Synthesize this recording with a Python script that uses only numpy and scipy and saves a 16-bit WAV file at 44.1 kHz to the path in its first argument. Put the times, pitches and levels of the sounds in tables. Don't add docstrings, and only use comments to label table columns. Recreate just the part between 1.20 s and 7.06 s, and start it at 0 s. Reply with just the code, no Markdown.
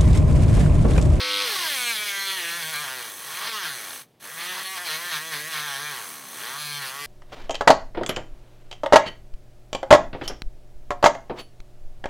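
import sys
import numpy as np
from scipy import signal
from scipy.fft import rfft, irfft
from scipy.io import wavfile
from scipy.ndimage import uniform_filter1d

SR = 44100
rng = np.random.default_rng(int(sys.argv[2]) if len(sys.argv) > 2 else 0)


def to_wav(s):
    ch = np.atleast_2d(s).T
    pcm = np.round(np.clip(ch, -1, 1) * 32767)
    wavfile.write(sys.argv[1], SR, pcm.astype(np.int16))


N = 258426

# start and end in seconds, share of the speed lost,
# then dB added to knock, hard bite and steadiness.
STONE_BITES = [(0.714, 0.773, 0.084, -1.5, 2, 0.5), (.85, .9, 0.015, -1, 5, -1.5),
               (1.155, 1.25, .13, 2.5, 2.6, -0.5), (1.25, 1.32, .08, 0.5, 2.5, -3.5),
               (1.389, 1.44, 0.16, 1, 2.5, -2), (1.515, 1.555, 0.17, 4, 5.5, -1),
               (1.635, 1.68, 0.16, 3, 1.5, -8), (2.408, 2.479, .12, 5, 5, -5),
               (3.543, 3.592, 0.14, 4.5, 3, -10.5), (3.63, 3.69, 0.22, 3, 7, -5),
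               (3.675, 3.765, 0.13, 3.5, 7.5, -0.5), (3.89, 3.975, .2, 5, 8, -1.5),
               (4.1, 4.16, 0.2, 5.5, 7.5, -4), (4.16, 4.235, 0.094, 2, 3, -3),
               (4.3, 4.414, 0.12, 3, 5.5, -7), (4.44, 4.57, 0.15, 0.5, 3, -1.5),
               (5.59, 5.698, 0.13, 1, 6, 1)]
# time in seconds, gain in dB.
MOTOR_RUNNING = [(2.76, -3), (2.82, -8.5), (2.87, -35), (2.992, -45), (3.002, -14.5), (3.045, -1)]
# time in seconds, frequency in Hz, relative strength in dB.
MAIN_RESONANCE = [(0, 1360, 1), (.33, 1130, 2), (.42, 1070, -9), (.5, 1540, -6), (.68, 1510, 7),
                  (.95, 1750, -13), (1.4, 1600, 8), (1.58, 1500, 6.5), (1.8, 1200, -28), (2.3, 1070, 6.5),
                  (2.46, 1556, 6), (2.7, 1200, -3), (3.3, 1140, -24), (3.55, 1139, -2), (3.72, 1560, -12),
                  (3.85, 1770, 2.5), (4.35, 1787, 3.5), (4.55, 1681, 8), (4.74, 1646, -5), (4.86, 1095, 12),
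                  (5.3, 1130, -3), (5.5, 1405, 5.5), (5.86, 1160, -9)]


def from_db(db):
    return 10 ** (np.asarray(db) / 20)


def unit_power(x):
    return x / np.sqrt(np.mean(x ** 2) + 1e-20)


def evened(x, size=1100):
    power = uniform_filter1d(uniform_filter1d(x ** 2, size), size)
    return x / np.sqrt(np.maximum(power, 0) + 1e-6 * np.mean(x ** 2))


def look_up(rows, at):
    axis, *columns = np.transpose(rows)
    return [np.interp(at, axis, column) for column in columns]


def in_time(rows):
    return look_up(rows, np.arange(N) / SR)


def during(rows, column, start_lag_s=0, end_lag_s=0, ramp_s=.03):
    t, total = np.arange(N) / SR, np.zeros(N)
    for row in rows:
        inside_s = np.minimum(t - row[0] - start_lag_s, row[1] + end_lag_s - t)
        total += row[column] * np.clip(inside_s / ramp_s + .5, 0, 1)
    return total


def band(x, edges_hz, kind, order=4):
    return signal.sosfilt(signal.butter(order, edges_hz, kind, fs=SR, output="sos"), x)


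def coloured(x, spectrum, modes=(), size=8192):
    hz = np.maximum(np.fft.rfftfreq(size, 1 / SR), 1)
    points = np.array(spectrum)
    db = np.interp(np.log(hz), np.log(points[:, 0]), points[:, 1])
    db = db + sum(lift / (1 + (2 * (hz - centre) / width) ** 2) for centre, width, lift in modes)
    cepstrum = irfft(np.log(from_db(db)))[:size // 2]
    cepstrum[1:] *= 2
    response = irfft(np.exp(rfft(cepstrum, size)))[:size // 2]
    return signal.fftconvolve(x, response)[:N]


def clicks(turns, at_turn, sizes):
    at = np.interp(at_turn, turns, np.arange(N)).ravel()
    sizes = (sizes * (at_turn > turns[0]) * (at_turn < turns[-1])).ravel()
    whole, part = at.astype(int), at % 1
    before = np.bincount(whole, sizes * (1 - part), N + 1)
    after = np.bincount(whole + 1, sizes * part, N + 1)
    return (before + after)[:N]


def harmonic(cycles, k):
    return np.sin(2 * np.pi * (k * cycles + rng.random()))


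def harmonics_near(turns, speed, centre_hz, width_hz, count=34):
    return np.sqrt(2) * sum(np.exp(-.5 * ((k * speed - centre_hz) / width_hz) ** 2) * harmonic(turns, k)
                            for k in range(1, count + 1))


def spindle_speed(lag_s=.055):
    # time in seconds, speed in turns per second.
    free_speed = [(0.0, 506.0), (0.24, 503.6), (0.363, 379.7), (0.575, 251.7), (0.917, 200.4),
                  (1.315, 185.4), (1.61, 155.3), (1.783, 126.9), (1.97, 89.1), (2.277, 231.1),
                  (2.363, 212.3), (2.577, 117.3), (2.882, 30.6), (2.98, 30.2), (3.141, 161.0),
                  (3.292, 182.5), (3.545, 191.9), (3.87, 181), (4.09, 166), (4.29, 170), (4.69, 153),
                  (4.8, 112), (4.88, 80), (5.12, 62), (5.27, 123), (5.39, 150), (5.58, 144.5),
                  (5.86, 146.5)]
    decay = np.exp(-1 / (lag_s * SR))
    drag = signal.lfilter([1 - decay], [1, -decay], during(STONE_BITES, column=2))
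    return in_time(free_speed)[0] * (1 - drag)


def contact(speed, take_hold_s=.022, let_go_s=.0075):
    # speed in turns per second,
    # then base thud, knock, hard bite, scrape and steadiness in dB.
    by_speed = [(61, -53, -43.5, -43.5, -37.5, -2), (96, -49.5, -39.5, -40.5, -38, 5.5),
                (143.73, -47.5, -34, -36.5, -37.5, 11), (193, -46.5, -32.5, -31.5, -34.5, 12.5),
                (253, -43.5, -32, -26, -28.5, 15), (370, -43.5, -32, -26.5, -30.5, 7),
                (516, -42, -30, -25.5, -36, 1.5)]
    # time in seconds, pressure in dB.
    hand_pressure = [(0, 1.5), (.15, 1.5), (.4, 1), (1.1, 3.5), (1.8, 5), (1.95, -2), (2.25, -0.5),
                     (2.5, 1.5), (2.78, 5), (3.02, 1.5), (3.15, -11), (3.21, -0.5), (3.65, -1),
                     (4.25, -0.5), (4.75, 1.5), (5.03, -3), (5.25, 3), (5.4, -2.5), (5.73, -2.5), (5.86, 1)]
    # time in seconds, gain in dB.
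    scrape_swell = [(0, -3.5), (.28, 4), (.4, 0.1), (1.1, 2), (1.6, 4), (1.95, 0.5), (2.17, 1.5),
                    (2.28, -4.5), (2.5, 2), (2.76, 2), (3.13, -4), (3.22, -2), (4.3, -0.5), (4.9, 0),
                    (5.03, -5.5), (5.2, 0.5), (5.45, -1.5), (5.86, -2.5)]
    # start and end in seconds, then dB added to knock, hard bite and steadiness.
    spells = [(.095, .232, 0.5, 1.5, 7), (.3, .6, 1.5, -0.5, -2.5), (.665, .725, 1, 1.5, 5.5),
              (1.06, 1.15, .5, 1.5, 2), (1.29, 1.385, -0.5, -.5, 1), (1.46, 1.52, -0.5, 1, 6),
              (1.555, 1.61, -3, 1, 3), (1.72, 1.8, -0.5, -1, 4), (1.83, 2.17, 0, 1.5, -10),
              (2.19, 2.31, 3.5, .5, -11.5), (2.33, 2.405, 0.5, -2, 6), (2.47, 2.61, -0.5, 1.5, 1),
              (3.1, 3.28, 1, 2, -8), (3.32, 3.345, 2.5, 1, -8), (3.345, 3.44, 1, -1, -14.5),
              (3.46, 3.55, -1.5, -1.5, 3.5), (3.595, 3.64, -2.5, -4.5, 4.5), (3.8, 3.875, 1, 0, -4),
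              (4.03, 4.1, -1, -1, 2.5), (4.235, 4.29, -1.5, -1.5, 8), (4.635, 4.7, -1, -1.5, 2),
              (5.39, 5.59, -2.5, 4, 3), (5.79, 5.88, 0.5, 1.5, 6)]
    thud_db, knock_db, bite_db, scrape_db, steadiness_db = look_up(by_speed, speed)
    pressure_db, running_db = in_time(hand_pressure)[0], in_time(MOTOR_RUNNING)[0]
    heavy_db, hard_db, smooth_db = [during(STONE_BITES, k + 1, take_hold_s, let_go_s) + during(spells, k)
                                    for k in (2, 3, 4)]
    change_per_s = uniform_filter1d(np.abs(np.gradient(np.log(speed))) * SR, 1500)
    slip_db = np.minimum(2.5 * change_per_s, 3.5)
    return (thud_db + running_db + .81 * (pressure_db + heavy_db),
            knock_db + running_db + .76 * pressure_db + heavy_db,
            bite_db + running_db + pressure_db + hard_db,
            scrape_db + running_db + in_time(scrape_swell)[0] + .44 * hard_db,
            steadiness_db - slip_db + smooth_db)


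def knocks(turns, steadiness_db, grit=.31, arc_turns=.1337, wander_turns=16, bump_count=10):
    # start and end in seconds,
    # turns per bounce, swing of strength in dB, swing of timing in turns.
    bounces = [(-.05, 0.238, 5, 17.5, 0.12), (0.45, 0.647, 2, 2, 0.0066), (0.892, 1.151, 3, 1, 0.0024)]
    turn = np.arange(int(turns[-1]) + 1)
    at = np.interp(turn, turns, np.arange(N))
    when, speed = at / SR, np.interp(turn, turns, np.gradient(turns) * SR)
    chance = rng.standard_normal((2000, bump_count + 2))[:len(turn)]
    memory = np.exp(-1 / wander_turns)
    bumps = grit * unit_power(signal.lfilter([1], [1, -memory], chance[:, 2:], axis=0))
    scatter = np.clip(from_db(10 - np.interp(at, np.arange(N), steadiness_db)), .25, 2)
    strength_db = .04 * scatter * chance[:, 0]
    late_turns = 22e-6 * speed * scatter * chance[:, 1]
    for start, end, period, swing_db, swing_turns in bounces:
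        phase = 2 * np.pi * turn / round(period)
        active = (when > start) & (when < end)
        strength_db += active * swing_db * np.cos(phase)
        late_turns += active * swing_turns * np.cos(round(period) // 2 * phase + 1)
    angles = np.r_[0, arc_turns * rng.exponential(1, bump_count)]
    sizes = np.c_[np.ones(len(turn)), bumps] * from_db(strength_db)[:, None]
    return clicks(turns, (turn + late_turns)[:, None] + angles, sizes)


def abrasion(turns, base_pressure, arc_turns, grain_db):
    pressure = base_pressure + np.exp(-(turns % 1) / arc_turns)
    return pressure * rng.standard_normal(N) * from_db(grain_db * np.minimum(rng.exponential(1, N), 5))


def steel(force, reflection=.33):
    # frequency in Hz, width in Hz, lift in dB.
    modes = [(156.4, 25, 16.5), (1105, 183, 8), (1614, 99, 4), (2010, 490, 14.5), (2248, 136, 3),
             (2520, 16, 7), (2860, 42, 6), (3176, 39, 9), (3347, 110, 6.5), (3620, 460, 4), (4086, 115, 7),
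             (4286, 180, 6.5), (4840, 380, 4), (5475, 100, 5.5), (5853, 580, 7.5), (6206, 234, 10),
             (6515, 130, 8.5), (7480, 140, 6), (8160, 274, 12.5), (8820, 126, 10), (9140, 110, 11),
             (9640, 80, 6), (10160, 320, 8.5), (10556, 170, 14), (11100, 190, 11), (12140, 330, 8.5),
             (13100, 450, 8), (14900, 540, 5)]
    # frequency in Hz, relative level in dB.
    body = [(65, -40), (115, -14), (210, -9), (310, -3), (420, 2.5), (500, 0.5), (630, 3.5), (800, 3.5),
            (1700, 5.5), (2500, -2.5), (3200, -2.5), (4400, -5), (5400, -9), (10000, -7.5), (15700, -6.5)]
    vibration = coloured(force, body, modes)
    for lag_s in (.0005, .0011, .0023):
        loop = np.r_[1, np.zeros(int(lag_s * SR)), reflection]
        vibration = signal.lfilter(loop[::-1], loop, vibration)
    return evened(vibration)


def ringing(x, width_hz=720, block=256):
    hz, strength_db = in_time(MAIN_RESONANCE)
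    radius = np.exp(-np.pi * width_hz / SR)
    zeros = (1 - radius * radius) / 2 * np.array([1, 0, -1])
    ring, state = np.zeros(N), np.zeros(2)
    for i in range(0, N, block):
        poles = [1, -2 * radius * np.cos(2 * np.pi * hz[i] / SR), radius * radius]
        ring[i:i + block], state = signal.lfilter(zeros, poles, x[i:i + block], zi=state)
    return x + from_db(strength_db - 5) * ring


def skipping(turns, turns_per_landing=5):
    # multiple of the landing rate, relative level in dB.
    partials = [(1, -45), (2, -39), (3, -3), (4, -20), (5, -6), (6, -36), (7, -41), (8, -46), (9, -2.5),
                (10, -31), (11, 3.5), (12, 1.5), (13, 8.5), (14, -19), (15, 7), (16, -5.5), (17, -37),
                (18, -10), (19, 2), (20, -14), (21, 4.5), (22, -15), (23, -1)]
    return unit_power(sum(from_db(db) * harmonic(turns / turns_per_landing, k) for k, db in partials))


def grinding(turns, speed, thud_top_hz=860, knock_top_hz=2200, bite_top_hz=5400):
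    # time in seconds, share from 0 to 1.
    skip_share = [(0, .72), (.1, .88), (.2, .88), (.25, .35), (.28, 0)]
    skip = np.clip(in_time(skip_share)[0], 0, 1)
    thud_db, knock_db, bite_db, scrape_db, steadiness_db = contact(speed)
    periodic = from_db(1.3 * steadiness_db) * steel(knocks(turns, steadiness_db))
    chipping = steel(abrasion(turns, base_pressure=.67, arc_turns=.34, grain_db=4.5))
    rubbing = steel(abrasion(turns, base_pressure=.89, arc_turns=.81, grain_db=3.5))
    thud = np.sqrt(1 - skip) * evened(band(periodic + chipping, thud_top_hz, "low", order=8))
    knock = evened(band(ringing(periodic + chipping), [thud_top_hz, knock_top_hz], "band", order=6))
    knock = np.sqrt(1 - skip) * knock + np.sqrt(skip) * skipping(turns)
    cutting = band(from_db(-8) * periodic + chipping, [knock_top_hz, bite_top_hz], "band", order=6)
    fast = np.interp(speed, [190, 270], [0, 1])
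    bright = coloured(cutting, [(knock_top_hz, -8), (2650, -2), (bite_top_hz, 1)])
    bite = evened((1 - fast) * cutting + fast * bright)
    scrape = band(from_db(-12) * periodic + rubbing, bite_top_hz, "high", order=8)
    scrape = evened((1 - skip) * scrape + skip * band(scrape, 8000, "low", order=1))
    return (from_db(thud_db) * thud + from_db(knock_db) * knock
            + from_db(bite_db) * bite + from_db(scrape_db) * scrape)


def with_reflections(x, level_db=-14, reverb_s=.1, gap_s=.002):
    t = np.arange(6000) / SR
    tail = rng.standard_normal(len(t)) * from_db(-60 * t / reverb_s) * (t > gap_s)
    return x + from_db(level_db) * signal.fftconvolve(x, tail / np.linalg.norm(tail))[:N]


def singing(turns, speed, threshold_db=6.5):
    _, knock_db, _, _, steadiness_db = contact(speed)
    hz, strength_db = in_time(MAIN_RESONANCE)
    steady = 1 / (1 + from_db(threshold_db - steadiness_db) ** 4)
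    gain = steady * from_db(knock_db + strength_db - 10.5)
    return gain * harmonics_near(turns, speed, hz, width_hz=122, count=17)


def hum(turns, speed):
    # speed in turns per second, base level in dB.
    shake = [(65, -61), (115, -65), (147, -58.5), (190, -61.5), (300, -86), (380, -50), (505, -48)]
    # time in seconds, gain in dB.
    bearing_on = [(.4, 10), (1.15, 4.5), (1.3, 12), (1.62, 8), (1.8, -3), (2.42, 2), (2.52, 9), (2.8, -9),
                  (3.22, 7), (3.36, 10.5), (3.5, 1), (3.7, 5), (4.3, 6), (4.6, 8), (4.85, 7), (5.28, -1),
                  (5.45, 14), (5.62, 15.5), (5.75, -4.5)]
    level_db = look_up(shake, speed)[0] + in_time(bearing_on)[0]
    return band(from_db(level_db) * np.sin(2 * np.pi * turns), 124, "high")


def growl(turns, speed, half_power_speed=137):
    # multiple of the speed, level in dB before fading.
    partials = [(3, -61), (4, -59), (6, -62), (9, -61), (12, -64)]
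    tone = sum(from_db(db) * harmonic(turns, round(k)) for k, db in partials)
    running = from_db(in_time(MOTOR_RUNNING)[0])
    return np.sqrt(2) * running * tone / np.sqrt(1 + (speed / half_power_speed) ** 4)


def room_noise(level_db=-61):
    # frequency in Hz, relative spectral density in dB.
    spectrum = [(30, -15), (60, -14.5), (130, 5), (300, -1), (700, -4.5), (1500, -17.5), (3500, -17),
                (7000, -29), (15500, -27)]
    return from_db(level_db) * unit_power(coloured(rng.standard_normal(N), spectrum))


def whistles(turns, speed):
    # start and end in seconds, frequency in Hz, level on resonance in dB.
    flares = [(.32, 0.49, 1050, -37.5), (0.43, .52, 1640, -35), (0.65, 0.715, 2360, -30),
              (0.78, .84, 2280, -34.5), (0.917, 1.14, 1655, -38), (.93, 1.153, 1950, -37.5),
              (0.95, 1.15, 4130, -41), (1.08, 1.13, 2330, -35.5), (1.062, 1.12, 3460, -41),
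              (1.222, 1.39, 1596, -36), (1.42, 1.537, 1570, -37), (1.548, 1.6, 2350, -38),
              (1.55, 1.64, 1220, -42.5), (2.345, 2.406, 2900, -40), (3.44, 3.557, 1984, -41.5),
              (3.446, 3.496, 4330, -39), (3.46, 3.64, 750, -48), (3.511, 3.55, 2900, -40),
              (3.572, 3.636, 1620, -45), (3.785, 3.904, 1000, -43.5), (4.46, 4.57, 839, -46.5),
              (4.645, 4.702, 2325, -40.5), (5.372, 5.63, 4268, -44), (5.52, 5.6, 3200, -43),
              (5.59, 5.66, 1849, -41)]
    sound = np.zeros(N)
    for start, end, hz, db in flares:
        gain = during([(start, end, from_db(db))], column=2)
        on = gain > 0
        sound[on] += gain[on] * harmonics_near(turns[on], speed[on], hz, width_hz=114)
    return sound


def scene():
    speed = spindle_speed()
    turns = np.cumsum(speed) / SR
    room = room_noise()
    blade = with_reflections(grinding(turns, speed)) + singing(turns, speed) + whistles(turns, speed)
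    mono = blade + hum(turns, speed) + growl(turns, speed) + room
    return np.array([mono, mono])


def record(dry, cutoff_hz=15800):
    return signal.sosfilt(signal.ellip(12, .1, 80, cutoff_hz, fs=SR, output="sos"), dry)


dry = scene()
out = record(dry)
to_wav(out)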